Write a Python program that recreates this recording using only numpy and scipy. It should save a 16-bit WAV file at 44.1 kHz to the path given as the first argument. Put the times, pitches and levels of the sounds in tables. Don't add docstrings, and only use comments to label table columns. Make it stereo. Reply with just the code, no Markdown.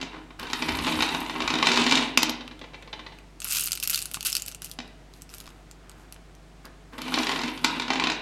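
import sys
import numpy as np
from scipy import signal
from scipy.fft import rfft, irfft, next_fast_len
from scipy.io import wavfile
from scipy.ndimage import uniform_filter1d

SR = 44100
rng = np.random.default_rng(int(sys.argv[2]) if len(sys.argv) > 2 else 0)


def inscribe(sig):
    pcm = np.round(np.clip(np.atleast_2d(sig).T, -1, 1) * 32767)
    wavfile.write(sys.argv[1], SR, pcm.astype(np.int16))


N = 362061
TIME = np.arange(N) / SR
CUTOFF_HZ = 15900
STROKE_SWELL_DB, SPILL_SWELL_DB, TOUCH_SWELL_DB = 6, 22, 9

# start in seconds, relative level in dB, tilt in dB per octave.
KNOCKS = [(0.0138, -27, 2), (0.0281, -31, 3), (0.1415, -36, -18), (0.3056, -40, -7.0), (0.3956, -31.5, 1.5),
          (0.4292, -29.5, -4), (0.4694, -31.5, -1.5), (0.5002, -29.5, -3), (0.5095, -35, 0),
          (0.5325, -19, -0.5), (0.5898, -36, 0), (0.6226, -20.5, 0), (0.685, -21.5, -3),
          (0.6901, -20.5, -2.5), (0.7205, -30, -1), (0.7515, -27, 0), (0.7879, -24, -2.5),
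          (0.8602, -29, -3), (0.868, -21, -3.5), (0.875, -22.5, -3.5), (0.9235, -22.5, -1.5),
          (0.9545, -25, -0.5), (0.9893, -23, -2), (1.0058, -16.5, -2.5), (1.0235, -15, -2),
          (1.029, -20.5, 0), (1.039, -29, -1), (1.0904, -24.5, -2.5), (1.116, -30, -11),
          (1.1469, -20, -2.5), (1.2163, -25.5, -12), (1.2617, -31, 0), (1.2962, -24.5, -3),
          (1.354, -27.5, -10), (1.3599, -25, -7), (1.4041, -21, -4), (1.4204, -21.5, -2.5),
          (1.4768, -17, -1), (1.5032, -18.5, -2.5), (1.5388, -17.5, -3), (1.554, -22, -2.5),
          (1.5861, -22.5, -1.5), (1.6269, -12, -4.5), (1.6565, -23, 0), (1.6615, -24, 3), (1.6696, -10, 0),
          (1.6875, -21, -2), (1.7171, -15, 1), (1.7335, -24, 2), (1.7415, -20, -2), (1.758, -21, 3),
          (1.7685, -19, -2), (1.774, -13, -1), (1.7905, -32, -2), (1.8165, -19, 0.5), (1.8395, -25, 10),
          (1.8652, -15.5, -1), (1.8948, -20, 1), (1.9115, -14.5, 3), (1.9226, -12, -0.5),
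          (1.9542, -14.5, 7), (1.9733, -16.5, -1), (6.9871, -34, -3.5), (7.0178, -31, 0),
          (7.0812, -28, -4.5), (7.1217, -26.5, -8), (7.1406, -16, -0.5), (7.176, -19, -8),
          (7.1862, -20, 2.5), (7.2322, -22.5, 2), (7.2688, -19, -3), (7.2929, -19, -2), (7.316, -22, -2),
          (7.3598, -24, -2), (7.3905, -25.5, -1), (7.4155, -27.5, 1), (7.4345, -23.5, -2),
          (7.479, -26.5, -2), (7.576, -32, -1.5), (7.6415, -27, -1), (7.645, -11.5, 0.5), (7.7976, -20, -1),
          (7.821, -25, -2), (7.881, -25, -4.5), (7.9038, -15.5, -3.5), (7.934, -23, 0), (7.9563, -24, -2),
          (7.9979, -17.5, -2), (8.0216, -22, -9), (8.0387, -16.5, -1), (8.0708, -17, -3.5),
          (8.0995, -19, -1.5), (8.1183, -23.5, 0)]
# frequency in Hz, gain in dB.
KNOCK_SPECTRUM = [(100, -24.5), (200, -13), (280, -4.5), (540, -9.5), (920, 2.5), (1060, 0.5), (1200, -1.5),
                  (1550, -0.5), (2000, -2), (2450, 1), (3000, 1), (3750, 4), (5200, -3), (7200, -9.5),
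                  (9200, -23.5), (12500, -27.5), (16000, -53.5)]
# frequency in Hz, left-right likeness from 0 to 1.
KNOCK_LIKENESS = [(300, .998), (1000, .99), (1400, .95), (3100, .87), (6800, .65), (14000, .45)]


def knocking(clack_db=19, thud_db=4.5):
    movement = swells(STROKES, STROKE_SWELL_DB)
    tumbles = scattered(movement, per_s=36, over_db=0, spread_db=2.5, tilt_db=-6.5, tilt_spread_db=1.5)
    knocks = [*KNOCKS, *tumbles]
    clacks = blows(knocks, KNOCK_SPECTRUM, KNOCK_LIKENESS, crack, tilt_top_hz=6440, top_hz=7983,
                   width_hz=447, stages=11, rebound_s=.0025, rebound_db=-5.5,
                   chatter_db=-1.5, chatter_t60_s=.023)
    return from_db(clack_db) * clacks, thudding([(s, db + thud_db) for s, db, _ in knocks])


# start, rise, hold and release T60 in seconds,
# relative scrape and rattle levels in dB.
STROKES = [(0.0, 0.0045, 0.028, 0.26, -34.5, -69), (.11, 0.028, 0.013, 0.28, -42, -72),
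           (.4, 0.0089, 0.2, .3, -56, -46), (.59, 0.027, 0.36, 0.51, -33.5, -47),
           (.82, 0.056, 0.025, 0.23, -28.5, -29), (1.0, 0.022, 0.021, 0.31, -33, -33),
           (1.06, .02, .03, 2.2, -36, -37.5), (1.135, 0.0036, 0.011, 0.1, -30, -35.5),
           (1.35, 0.053, 0.29, 0.54, -35.5, -64), (1.62, 0.058, 0.35, 0.27, -30.5, -29),
           (2.18, 0.072, 0.043, 0.2, -34, -47), (6.98, 0.15, 0.32, 0.63, -34.5, -40),
           (7.29, 0.014, 0.032, .2, -36, -37), (7.62, 0.037, 0.14, 0.51, -37.5, -43),
           (7.88, 0.052, 0.069, 0.33, -34, -43)]
# frequency in Hz, gain in dB.
SCRAPE_SPECTRUM = [(70, -16.5), (125, -10), (168, 3.5), (205, -18.5), (250, 4.5), (330, -4), (548, -9.5),
                   (950, -4), (1750, -7), (2400, -8), (3800, -13.5), (5000, -16.5), (8000, -35),
                   (14000, -65)]
RATTLE_SPECTRUM = [(1500, -6.5), (3500, 7.5), (5200, -8), (7000, -6), (8300, -11), (9500, -15.5),
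                   (14000, -30)]
# frequency in Hz, left-right likeness from 0 to 1.
TABLE_LIKENESS = [(300, .995), (1000, .99), (1400, .96), (3100, .84), (6800, .4), (14000, 0)]


def scraping(jerk_db=2.5, scrape_db=-6.5, rattle_db=-5):
    slips = grains(per_s=850, spread_db=3.8, t60_s=.006)
    jostles = grains(per_s=600, spread_db=2.5, t60_s=.01)
    scrape = texture(slips, SCRAPE_SPECTRUM, TABLE_LIKENESS) * swells(STROKES, STROKE_SWELL_DB)
    rattle = texture(jostles, RATTLE_SPECTRUM, TABLE_LIKENESS)
    rattle *= swells(STROKES, STROKE_SWELL_DB, level_column=5)
    jerks = from_db(jerk_db * drift(per_s=70))
    return jerks * (from_db(scrape_db) * scrape + from_db(rattle_db) * rattle)


# start in seconds, relative level in dB, tilt in dB per octave,
# pitch in Hz.
CLICKS = [(0.3965, -38, -1, 11500), (0.432, -45, 3, 11500), (0.5325, -24, -8.5, 6000),
          (0.722, -42, 3, 12000), (0.772, -37, 4, 11000), (1.0235, -29, 0, 9000), (1.205, -34.5, -2, 12000),
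          (2.1744, -13, -3.5, 5100), (2.1817, -35, 20, 13000), (2.2305, -22.5, 0, 12500),
          (2.2945, -33, 4, 12500), (2.3035, -38, 8, 12500), (2.4781, -33.5, -10, 3740),
          (2.593, -42, -7, 3700.0), (2.8246, -51, -2, 7020), (3.1867, -42.5, -5.5, 2500),
          (3.4027, -31, -1, 8150), (3.4187, -29.5, -2.5, 6300), (3.4256, -36, -2, 6160),
          (3.4444, -21.5, 4.5, 11800.0), (3.451, -31.5, -9, 11100.0), (3.4699, -36, -10, 11100.0),
          (3.4759, -31, 5, 8800.0), (3.483, -30, 6.0, 10500.0), (3.5, -36, 9, 11100.0),
          (3.5094, -23.5, 4, 8300.0), (3.5231, -22, 6, 4370), (3.5322, -23, 11, 3930),
          (3.5954, -22.5, 8, 8800.0), (3.6085, -20, 9, 9100), (3.615, -27, 6, 3100.0),
          (3.6222, -28, 7, 6600.0), (3.6372, -23, 9, 7400.0), (3.6418, -25.0, 12, 10840),
          (3.6543, -33, -1, 7230), (3.6593, -22, 6, 13200.0), (3.6673, -25, 1, 8800.0),
          (3.6734, -22, -0.5, 10500.0), (3.6842, -29, -4, 13100), (3.7094, -30, -3, 8800.0),
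          (3.719, -17.5, 2.5, 4660), (3.7308, -20.5, -0.5, 7850), (3.7528, -29, 0, 14000.0),
          (3.7576, -31, 0.5, 4900.0), (3.7745, -28, -3, 8800.0), (3.8005, -27, 4.0, 5140),
          (3.8274, -25, 2.5, 2600.0), (3.8356, -23, 27, 8800.0), (3.8414, -37, 5, 12500.0),
          (3.8507, -34, 2, 11800.0), (3.8749, -17, 2, 14000.0), (3.8834, -39, 10, 11050),
          (3.8974, -18.5, -0.5, 13200.0), (3.9029, -18, 9, 13200.0), (3.91, -25, -2, 8800.0),
          (3.9152, -35, 7, 11100.0), (3.9373, -24, 0, 11100.0), (3.9452, -16, 0.5, 4600.0),
          (3.9579, -19, 4, 3670), (3.9763, -23, 1.5, 2580), (3.9907, -25, 3, 4400.0),
          (4.004, -34.5, 6, 8800.0), (4.0184, -28, 4, 3900.0), (4.0242, -24.5, 0.5, 8800.0),
          (4.0564, -25.5, -0.5, 10040), (4.114, -31, -1, 11020), (4.1373, -31, 13, 2600.0),
          (4.1439, -22, -3, 8550), (4.16, -34.0, -1, 9900.0), (4.2077, -26.5, -1.5, 4400.0),
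          (4.2282, -28, 2, 2600.0), (4.2502, -25, 1, 11800.0), (4.258, -21.5, -1.5, 9900.0),
          (4.2687, -19, 2, 11100.0), (4.2753, -29, 3, 11100.0), (4.2998, -26, 1, 10500.0),
          (4.3064, -33.5, 1, 4107), (4.3212, -27, 1, 7780), (4.3281, -19, 1, 5140),
          (4.3519, -17.0, 0.5, 4600.0), (4.367, -17, 1.5, 4840), (4.3979, -32, -2, 6970),
          (4.421, -25.0, 2, 7400.0), (4.4536, -43.5, 0.0, 7800.0), (4.4625, -30.5, 1.5, 8300.0),
          (4.4772, -37, 1, 4100.0), (4.4817, -26.5, -0.5, 12400), (4.49, -40, -0.5, 11800.0),
          (4.4989, -49, 2, 4400.0), (4.515, -36, -2, 7800.0), (4.522, -38.0, -3, 5900.0),
          (4.5475, -31.5, -0.5, 8430), (4.6198, -30, -2, 11100.0), (4.6295, -41, -3, 7000.0),
          (4.6455, -28.5, 7, 2900.0), (4.6592, -39.0, 1.5, 8820), (4.6968, -42.0, -2, 12500.0),
          (4.7142, -31, 2, 3500.0), (4.7363, -45.5, -1, 9900.0), (4.8779, -49, -2, 4900.0),
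          (5.1376, -44.5, -3, 4130), (5.2124, -52, -4, 7400.0), (5.2201, -36, 1.5, 7800.0),
          (5.2923, -44, -3, 5190), (5.2995, -47, 0.5, 5530), (5.3041, -50.5, -1.0, 4400.0),
          (5.3391, -35.5, -3.5, 8800.0), (5.347, -37, 2.0, 11760), (5.3529, -48, -2, 8280),
          (5.3829, -38, 5, 3500.0), (5.4027, -35.5, 2, 3930), (5.4105, -41.5, -3, 11100.0),
          (5.441, -52, -3, 3900.0), (5.4576, -46.0, -4.0, 3700.0), (5.4662, -44, -4, 4400.0),
          (5.4762, -45.5, -3, 5200.0), (5.4905, -47, -6, 7800.0), (5.5041, -48, -3, 3700.0),
          (5.7121, -40, -2, 7000.0), (5.8955, -39.5, -3, 8300.0), (5.9158, -47.5, -2, 3920),
          (6.1242, -35.5, -1.5, 11180), (6.1439, -48, -1, 8800.0), (6.351, -51.5, -1.5, 6030),
          (6.6537, -39.5, 2, 4660), (6.983, -43, 0, 11100), (7.0178, -34, -6, 11400),
          (7.122, -40, 1, 12000), (7.6455, -16.5, -6, 6300)]
# frequency in Hz, gain in dB.
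SHELL_SPECTRUM = [(600, -29), (1000, -18), (1400, -4), (1750, -13.5), (2250, -7), (2700, 1), (3400, -5),
                  (4600, -2), (7500, -3), (9800, -4), (12200, -3), (14000, -10), (16000, -21)]
# frequency in Hz, left-right likeness from 0 to 1.
PALM_LIKENESS = [(1400, 1), (3100, 1), (6800, 0.83), (15000, 0.43)]


def clicking(gain_db=20, pitch_range_hz=(2600, 13500)):
    movement = swells(SPILLS, SPILL_SWELL_DB)
    jostles = scattered(movement, per_s=45, over_db=2, spread_db=6, tilt_db=-1, tilt_spread_db=2)
    pitches_hz = np.exp(rng.uniform(*np.log(pitch_range_hz), len(jostles)))
    rows = [*CLICKS, *np.c_[jostles, pitches_hz]]
    clicks = blows(rows, SHELL_SPECTRUM, PALM_LIKENESS, crack, ring_db=6.5, ring_q=6.7, top_hz=15440,
                   width_hz=1370, stages=6, rebound_s=.0005, rebound_db=-5,
                   chatter_db=-4, chatter_t60_s=.063)
    return from_db(gain_db) * clicks


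# start, rise, hold and release T60 in seconds, level in dB.
SPILLS = [(3.42, 0.13, 0.03, 0.38, -27), (3.82, 0.01, 0.011, 0.082, -30), (3.89, 0.014, 0.056, 0.36, -34),
          (4.135, 0.0075, .01, 0.14, -40.5), (4.245, 0.011, 0.0062, 0.2, -27),
          (4.32, 0.03, 0.038, 0.15, -44), (4.46, 0.016, .015, 0.18, -48), (4.63, 0.012, 0.012, 0.23, -43),
          (5.12, 0.023, 0.033, 0.28, -62), (5.28, 0.03, 0.023, 0.11, -56), (5.33, 0.011, 0.0061, 0.14, -45),
          (5.38, .015, .02, 0.64, -58), (5.91, 0.08, .03, 0.26, -64)]


def pouring():
    touches = grains(per_s=1000, spread_db=3.5, t60_s=.004)
    return texture(touches, SHELL_SPECTRUM, PALM_LIKENESS) * swells(SPILLS, SPILL_SWELL_DB)


# start in seconds, relative level in dB, tilt in dB per octave, thud in dB.
DROPS = [(2.1741, -8.5, 0.5, -2), (2.188, -24, -1, -17), (2.2218, -22, 0.5, -16), (2.231, -13, 2.5, -6),
         (2.2948, -20.5, 2.5, -15), (4.788, -28, -1.5, -11), (4.802, -33.5, -3, -32)]
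# frequency in Hz, gain in dB.
DROP_SPECTRUM = [(100, -31), (280, -6.5), (540, -3), (920, 3.5), (1300, -4), (2400, -0.5), (3750, 2),
                 (5200, 0), (7200, -8.5), (9200, -23), (12500, -34), (16000, -50)]


def dropping(crack_db=20):
    cracks = blows([row[:3] for row in DROPS], DROP_SPECTRUM, KNOCK_LIKENESS, crack, tilt_top_hz=6400,
                   top_hz=8030, width_hz=390, stages=11, rebound_s=.001, rebound_db=-6,
                   chatter_db=-6.5, chatter_t60_s=.021)
    return from_db(crack_db) * cracks, thudding([(s, db) for s, _, _, db in DROPS])


# frequency in Hz, gain in dB.
THUD_SPECTRUM = [(60, -31), (150, -13), (200, -14), (246, 3.5), (310, -4.5), (380, -15), (500, -14),
                 (1000, -36.5), (4000, -69)]


def thudding(rows):
    pushes = np.zeros((1, N))
    for start_s, db in rows:
        add(pushes, start_s, from_db([[db]]))
    thud = unit_energy(colour(signal.unit_impulse(2048)[None], THUD_SPECTRUM))
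    return signal.fftconvolve(pushes, thud, axes=1)[:, :N]


# start in seconds, relative level in dB.
STRAYS = [(2.407, -25.5), (2.511, -30), (2.613, -26.5), (2.639, -29.5), (2.733, -33.5), (2.742, -27.5),
          (2.823, -33), (2.874, -32), (2.928, -20), (2.992, -26.5), (3.063, -26), (3.12, -33),
          (6.653, -39.5), (6.679, -44.5), (6.933, -40.5)]
# frequency in Hz, gain in dB.
STRAY_SPECTRUM = [(120, -17), (280, -5), (550, -2.5), (950, -1), (1300, -3.5), (2000, -2.5), (2700, -5.5),
                  (3700, -4), (4500, -9.5), (6000, -15.5), (8000, -31), (16000, -51.5)]


def stray_tapping(gain_db=13, clink_hz=3700, clink_spread=.14):
    clinks_hz = clink_hz * np.exp(clink_spread * rng.uniform(-1, 1, len(STRAYS)))
    taps = [(s, db, 0, hz) for (s, db), hz in zip(STRAYS, clinks_hz)]
    return from_db(gain_db) * blows(taps, STRAY_SPECTRUM, TABLE_LIKENESS, burst, ring_q=9,
                                    rise_s=.002, t60_s=.045, chatter_db=-25, chatter_t60_s=.06)


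# time in seconds, level in dB.
RUB_CURVES = [
    [(0.38, -74), (0.452, -66), (0.578, -48), (0.626, -52), (0.714, -47.5), (0.936, -46), (1.028, -46),
     (1.198, -50), (1.338, -57), (1.508, -56), (1.8, -54), (1.872, -59), (2.008, -64), (2.12, -66)],
    [(6.92, -71), (7.036, -58), (7.162, -47), (7.222, -49), (7.322, -48), (7.446, -56), (7.768, -58),
     (7.924, -73), (8.084, -74), (8.2, -70)],
]
# frequency in Hz, gain in dB.
RUB_SPECTRUM = [(2000, -33.5), (5000, -40.5), (8000, 1), (12000, 1), (14000, -10), (16000, -31)]


def rubbing():
    ticks = grains(per_s=650, spread_db=3.6, t60_s=.006)
    curves_db = [np.interp(TIME, *np.transpose(c), left=-np.inf, right=-np.inf) for c in RUB_CURVES]
    return texture(ticks, RUB_SPECTRUM, TABLE_LIKENESS) * from_db(curves_db).sum(axis=0)


# start, rise, hold and release T60 in seconds, relative level in dB.
BRUSHES = [(.135, 0.0086, 0.0046, 0.067, -58), (.386, 0.0094, .015, 0.55, -39),
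           (5.3, 0.026, 0.22, 1, -61.5), (5.75, 0.09, 0.17, .6, -60.5), (6.645, 0.0047, 0.02, .08, -46),
           (6.925, 0.0076, 0.0049, 0.21, -43)]
# frequency in Hz, gain in dB.
SKIN_SPECTRUM = [(400, -7.5), (750, -7), (1300, -1.5), (1680, -2), (2000, -11), (2500, -13), (3500, -18),
                 (5000, -22), (10000, -32)]


def brushing(gain_db=-1):
    slips = grains(per_s=710, spread_db=1, t60_s=.0094)
    rub = texture(slips, SKIN_SPECTRUM, TABLE_LIKENESS)
    return from_db(gain_db) * rub * swells(BRUSHES, TOUCH_SWELL_DB)


# start in seconds, relative level in dB.
BUMPS = [(4.17, -25.5), (5.475, -31.5), (6.162, -36.5)]
# frequency in Hz, gain in dB.
FLESH_SPECTRUM = [(60, 9), (150, 7), (350, 3.5), (650, -10), (1100, 4), (1900, -9), (3500, -6.5),
                  (9000, -31)]


def bumping(gain_db=14):
    return from_db(gain_db) * blows(BUMPS, FLESH_SPECTRUM, TABLE_LIKENESS, burst,
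                                    rise_s=.0007, t60_s=.013, chatter_db=-43, chatter_t60_s=.05)


# start, rise, hold and release T60 in seconds, relative level in dB.
DRAGS = [(.65, 0.059, 0.11, 0.27, -37.5), (.9, 0.023, 0.15, 1.2, -45), (1.39, .03, .1, .5, -46)]
# frequency in Hz, gain in dB.
RUMBLE_SPECTRUM = [(20, -29), (45, 1), (85, 7.5), (130, -4), (260, -2.5), (1000, -53.5)]


def dragging(gain_db=-2):
    rumble = unit_rms(colour(rng.standard_normal((1, N)), RUMBLE_SPECTRUM))
    return from_db(gain_db) * rumble * swells(DRAGS, TOUCH_SWELL_DB)


# frequency in Hz, gain at resonance in dB, T60 in seconds.
BOARD_MODES = [(173, 5, .35), (241, 16, .42), (258, 5, .25), (312, 19, .55), (342, 7, .3), (381, 10, .4),
               (442, 4, .35), (512, 6, .35)]


def board(force):
    age = TIME[:SR // 2]
    hz, db, t60_s = np.array(BOARD_MODES).T[:, :, None]
    unity_peak = 2 * np.log(1000) / (t60_s * SR)
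    modes = unity_peak * from_db(db - 60 * age / t60_s) * np.cos(2 * np.pi * hz * age)
    return signal.fftconvolve(force, modes.sum(axis=0)[None], axes=1)[:, :N]


# centre in Hz, gain in dB, width in Hz.
RADIATION_BANDS = [(564, -3, 46), (882, 3.5, 68), (1048, 4, 79), (1220, 3, 41), (1310, -0.5, 80),
                   (1514, 1, 31), (1787, -1, 140), (2004, 5.5, 77), (2340, 6, 88), (2550, 4, 35),
                   (2710, 5, 60), (2860, 4.5, 28), (3070, 5.5, 98), (3250, -3.5, 250), (3550, 1.5, 80),
                   (3846, 2.5, 190), (4655, 3, 95), (5690, -0.5, 170)]


def radiated(x):
    hz, db, width_hz = np.array(RADIATION_BANDS).T
    gain = from_db(db / 2)
    half_width = np.pi * width_hz / SR
    turn = -2 * np.cos(2 * np.pi * hz / SR)
    sos = np.c_[1 + half_width * gain, turn, 1 - half_width * gain,
                1 + half_width / gain, turn, 1 - half_width / gain]
    return signal.sosfilt(sos / sos[:, 3:4], x + 1e-18)


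# frequency in Hz, gain in dB.
ROOM_SPECTRUM = [(150, -6), (205, -1.5), (260, 6.5), (340, 3), (550, 1), (900, -1.5), (1200, -1.5),
                 (1700, -1), (3500, -2), (6000, -0.5), (10000, 3), (15000, -16.5)]
# frequency in Hz, T60 in seconds.
ROOM_DECAY = [(150, 0.99), (400, 0.89), (1000, 0.56), (2800, 0.54), (7300, 0.25), (15000, 0.28)]


def room(x, build_s=.002):
    age, hz = TIME[:SR], np.fft.rfftfreq(SR, 1 / SR)
    white = rfft(rng.standard_normal((2, SR)))
    centres_hz, t60s = np.transpose(ROOM_DECAY)
    tail = 0
    for share, t60_s in zip(np.eye(len(centres_hz)), t60s):
        band = irfft(white * at_hz(np.c_[centres_hz, share], hz), SR)
        tail = tail + band * from_db(-60 * age / t60_s)
    tail = colour(unit_energy(tail * np.minimum(age / build_s, 1)), ROOM_SPECTRUM)
    return signal.fftconvolve(stereo(tail, TABLE_LIKENESS), x.mean(axis=0)[None], axes=1)[:, :N]


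# frequency in Hz, RMS level in dB.
HUM_TONES = [(48.8, -52), (98, -66.5), (149.5, -62), (173, -63)]
# frequency in Hz, gain in dB.
AIR_SPECTRUM = [(41, -17.5), (70, -10.5), (152, -6), (178, -10.5), (286, -6.5), (422, -9.5), (593, -15.5),
                (635, -9), (695, -11), (1000, -16.5), (2170, -20), (8090, -30.5), (11900, -39.5),
                (14600, -46), (16000, -43)]
# frequency in Hz, left-right likeness from 0 to 1.
AIR_LIKENESS = [(60, 1), (110, .95), (200, .65), (380, .12), (1300, .1), (2400, 0)]


def background(air_db=-52, waver_rad=.21):
    air = texture(rng.standard_normal((2, N)), AIR_SPECTRUM, AIR_LIKENESS)
    hum = sum(from_db(db) * np.sqrt(2) * np.sin(2 * np.pi * hz * TIME + waver_rad * drift(per_s=3.7))
              for hz, db in HUM_TONES)
    return from_db(air_db) * air + hum


def blows(rows, spectrum, likeness, strike, tilt_top_hz=14000, ring_db=0, ring_q=1, **shape):
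    out = np.zeros((2, N))
    for start_s, db, *tone in rows:
        tilt_db = tone[0] if tone else 0
        blow = colour(stereo(strike(**shape), likeness), spectrum, tilt_db, tilt_top_hz, size=1024)
        for hz in tone[1:]:
            resonator = signal.iirpeak(min(hz, CUTOFF_HZ), ring_q, fs=SR)
            blow = blow + from_db(ring_db) * signal.lfilter(*resonator, blow)
        add(out, start_s, from_db(db) * unit_energy(blow))
    return out


def crack(top_hz, width_hz, stages, rebound_s, rebound_db, chatter_db, chatter_t60_s, size=2048):
    pulse = signal.unit_impulse(size)
    for k, delay_s in enumerate(np.cumsum(rebound_s * rng.uniform(.3, 1.5, 2)), 1):
        pulse[int(delay_s * SR)] += rng.choice([-1, 1]) * from_db(k * rebound_db)
    radius = np.exp(-np.pi * width_hz / SR)
    pair = []
    for centres_hz in rng.uniform(0, top_hz, (2, stages)):
        poles = np.array([[1, -2 * radius * np.cos(2 * np.pi * hz / SR), radius ** 2]
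                          for hz in centres_hz])
        pair.append(signal.sosfilt(np.c_[poles[:, ::-1], poles], pulse + 1e-18))
    chatter = unit_energy(rng.standard_normal((2, size)) * from_db(-60 * TIME[:size] / chatter_t60_s))
    return np.array(pair) + from_db(chatter_db) * chatter


def burst(rise_s, t60_s, chatter_db, chatter_t60_s, size=2048):
    age = TIME[:size]
    attack = 1 - np.exp(-age / rise_s)
    decay = from_db(-60 * age / t60_s) + from_db(chatter_db - 60 * age / chatter_t60_s)
    return rng.standard_normal((2, size)) * attack * decay


def scattered(movement, per_s, over_db, spread_db, tilt_db, tilt_spread_db, count=600, floor_db=-62):
    starts_s = np.cumsum(rng.gamma(2, .5, count)) / per_s
    force, hardness = rng.uniform(-1, 1, (count, 2)).T
    movement_db = 20 * np.log10(np.maximum(np.interp(starts_s, TIME, movement, right=0), 1e-9))
    levels_db = movement_db + over_db + spread_db * force
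    return np.c_[starts_s, levels_db, tilt_db + tilt_spread_db * hardness][movement_db > floor_db]


def grains(per_s, spread_db, t60_s):
    born = rng.random(N) < per_s / SR
    sizes = born * from_db(spread_db * np.minimum(rng.exponential(1, N), 3))
    power = signal.lfilter([1], [1, -from_db(-60 / (t60_s * SR)) ** 2], sizes ** 2 + 1e-12)
    return np.sqrt(power) * rng.standard_normal((2, N))


def swells(rows, swell_db, level_column=4):
    rows, coarse_s = np.array(rows), TIME[::40]
    start, rise, hold, t60 = rows.T[:4, :, None]
    age = coarse_s - start
    shape_db = -swell_db * np.clip(1 - age / rise, 0, 1) - 60 * np.clip((age - rise - hold) / t60, 0, 2)
    gain = np.max((age >= 0) * from_db(rows[:, level_column, None] + shape_db), axis=0)
    return uniform_filter1d(np.interp(TIME, coarse_s, gain), size=200)


def drift(per_s):
    knots = rng.standard_normal(int(N / SR * per_s) + 2)
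    return unit_rms(np.interp(TIME * per_s, np.arange(len(knots)), knots))


def texture(pair, spectrum, likeness):
    return unit_rms(colour(stereo(pair, likeness), spectrum))


def colour(x, spectrum, tilt_db=0, tilt_top_hz=16000, size=4096):
    hz = np.fft.rfftfreq(size, 1 / SR)
    octaves = np.log2(np.clip(hz, 1000, tilt_top_hz) / 1000)
    cepstrum = irfft(np.log(from_db(at_hz(spectrum, hz) + tilt_db * octaves)))
    cepstrum[1:size // 2] *= 2
    cepstrum[size // 2 + 1:] = 0
    impulse = irfft(np.exp(rfft(cepstrum)))
    return signal.fftconvolve(x, impulse[None], axes=1)[:, :x.shape[1]]


def stereo(pair, likeness):
    size = next_fast_len(pair.shape[1])
    mid, side = rfft(pair, size)
    alike = np.clip(at_hz(likeness, np.fft.rfftfreq(size, 1 / SR)), 0, 1)
    left_right = np.sqrt(1 + alike) * mid + np.sqrt(1 - alike) * side * [[1], [-1]]
    return irfft(left_right, size)[:, :pair.shape[1]]


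def at_hz(points, hz):
    points_hz, values = np.transpose(points)
    return np.interp(np.log(np.maximum(hz, 1)), np.log(points_hz), values)


def add(out, start_s, sound):
    start = int(np.clip(round(start_s * SR), 0, N - 1))
    out[:, start:start + sound.shape[1]] += sound[:, :N - start]


def from_db(db):
    return 10 ** (np.asarray(db) / 20)


def unit_rms(x):
    return x / np.sqrt(np.mean(x ** 2) + 1e-20)


def unit_energy(x):
    return x / np.sqrt(np.mean(np.sum(x ** 2, axis=-1)) + 1e-20)


def scene(knock_room_db=-3, drop_room_db=-7, slide_room_db=-7, palm_room_db=-16, stray_room_db=-6,
          thud_ring_db=-9):
    clacks, knock_thuds = knocking()
    drops, drop_thuds = dropping()
    thuds = knock_thuds + drop_thuds
    slides = scraping() + brushing()
    strays = stray_tapping()
    table = clacks + drops + slides + strays
    palm = clicking() + pouring() + rubbing() + bumping()
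    echo = room(from_db(knock_room_db) * clacks + from_db(drop_room_db) * drops)
    echo += room(from_db(slide_room_db) * slides + from_db(palm_room_db) * palm
                 + from_db(stray_room_db) * strays)
    ring = board(table + from_db(thud_ring_db) * thuds)
    return radiated(table + echo) + thuds + ring + palm + dragging() + background()


def record(dry):
    low_pass = signal.ellip(10, .1, 80, CUTOFF_HZ, fs=SR, output="sos")
    return signal.sosfilt(low_pass, np.clip(dry, -.85, .85))


dry = scene()
out = record(dry)
inscribe(out)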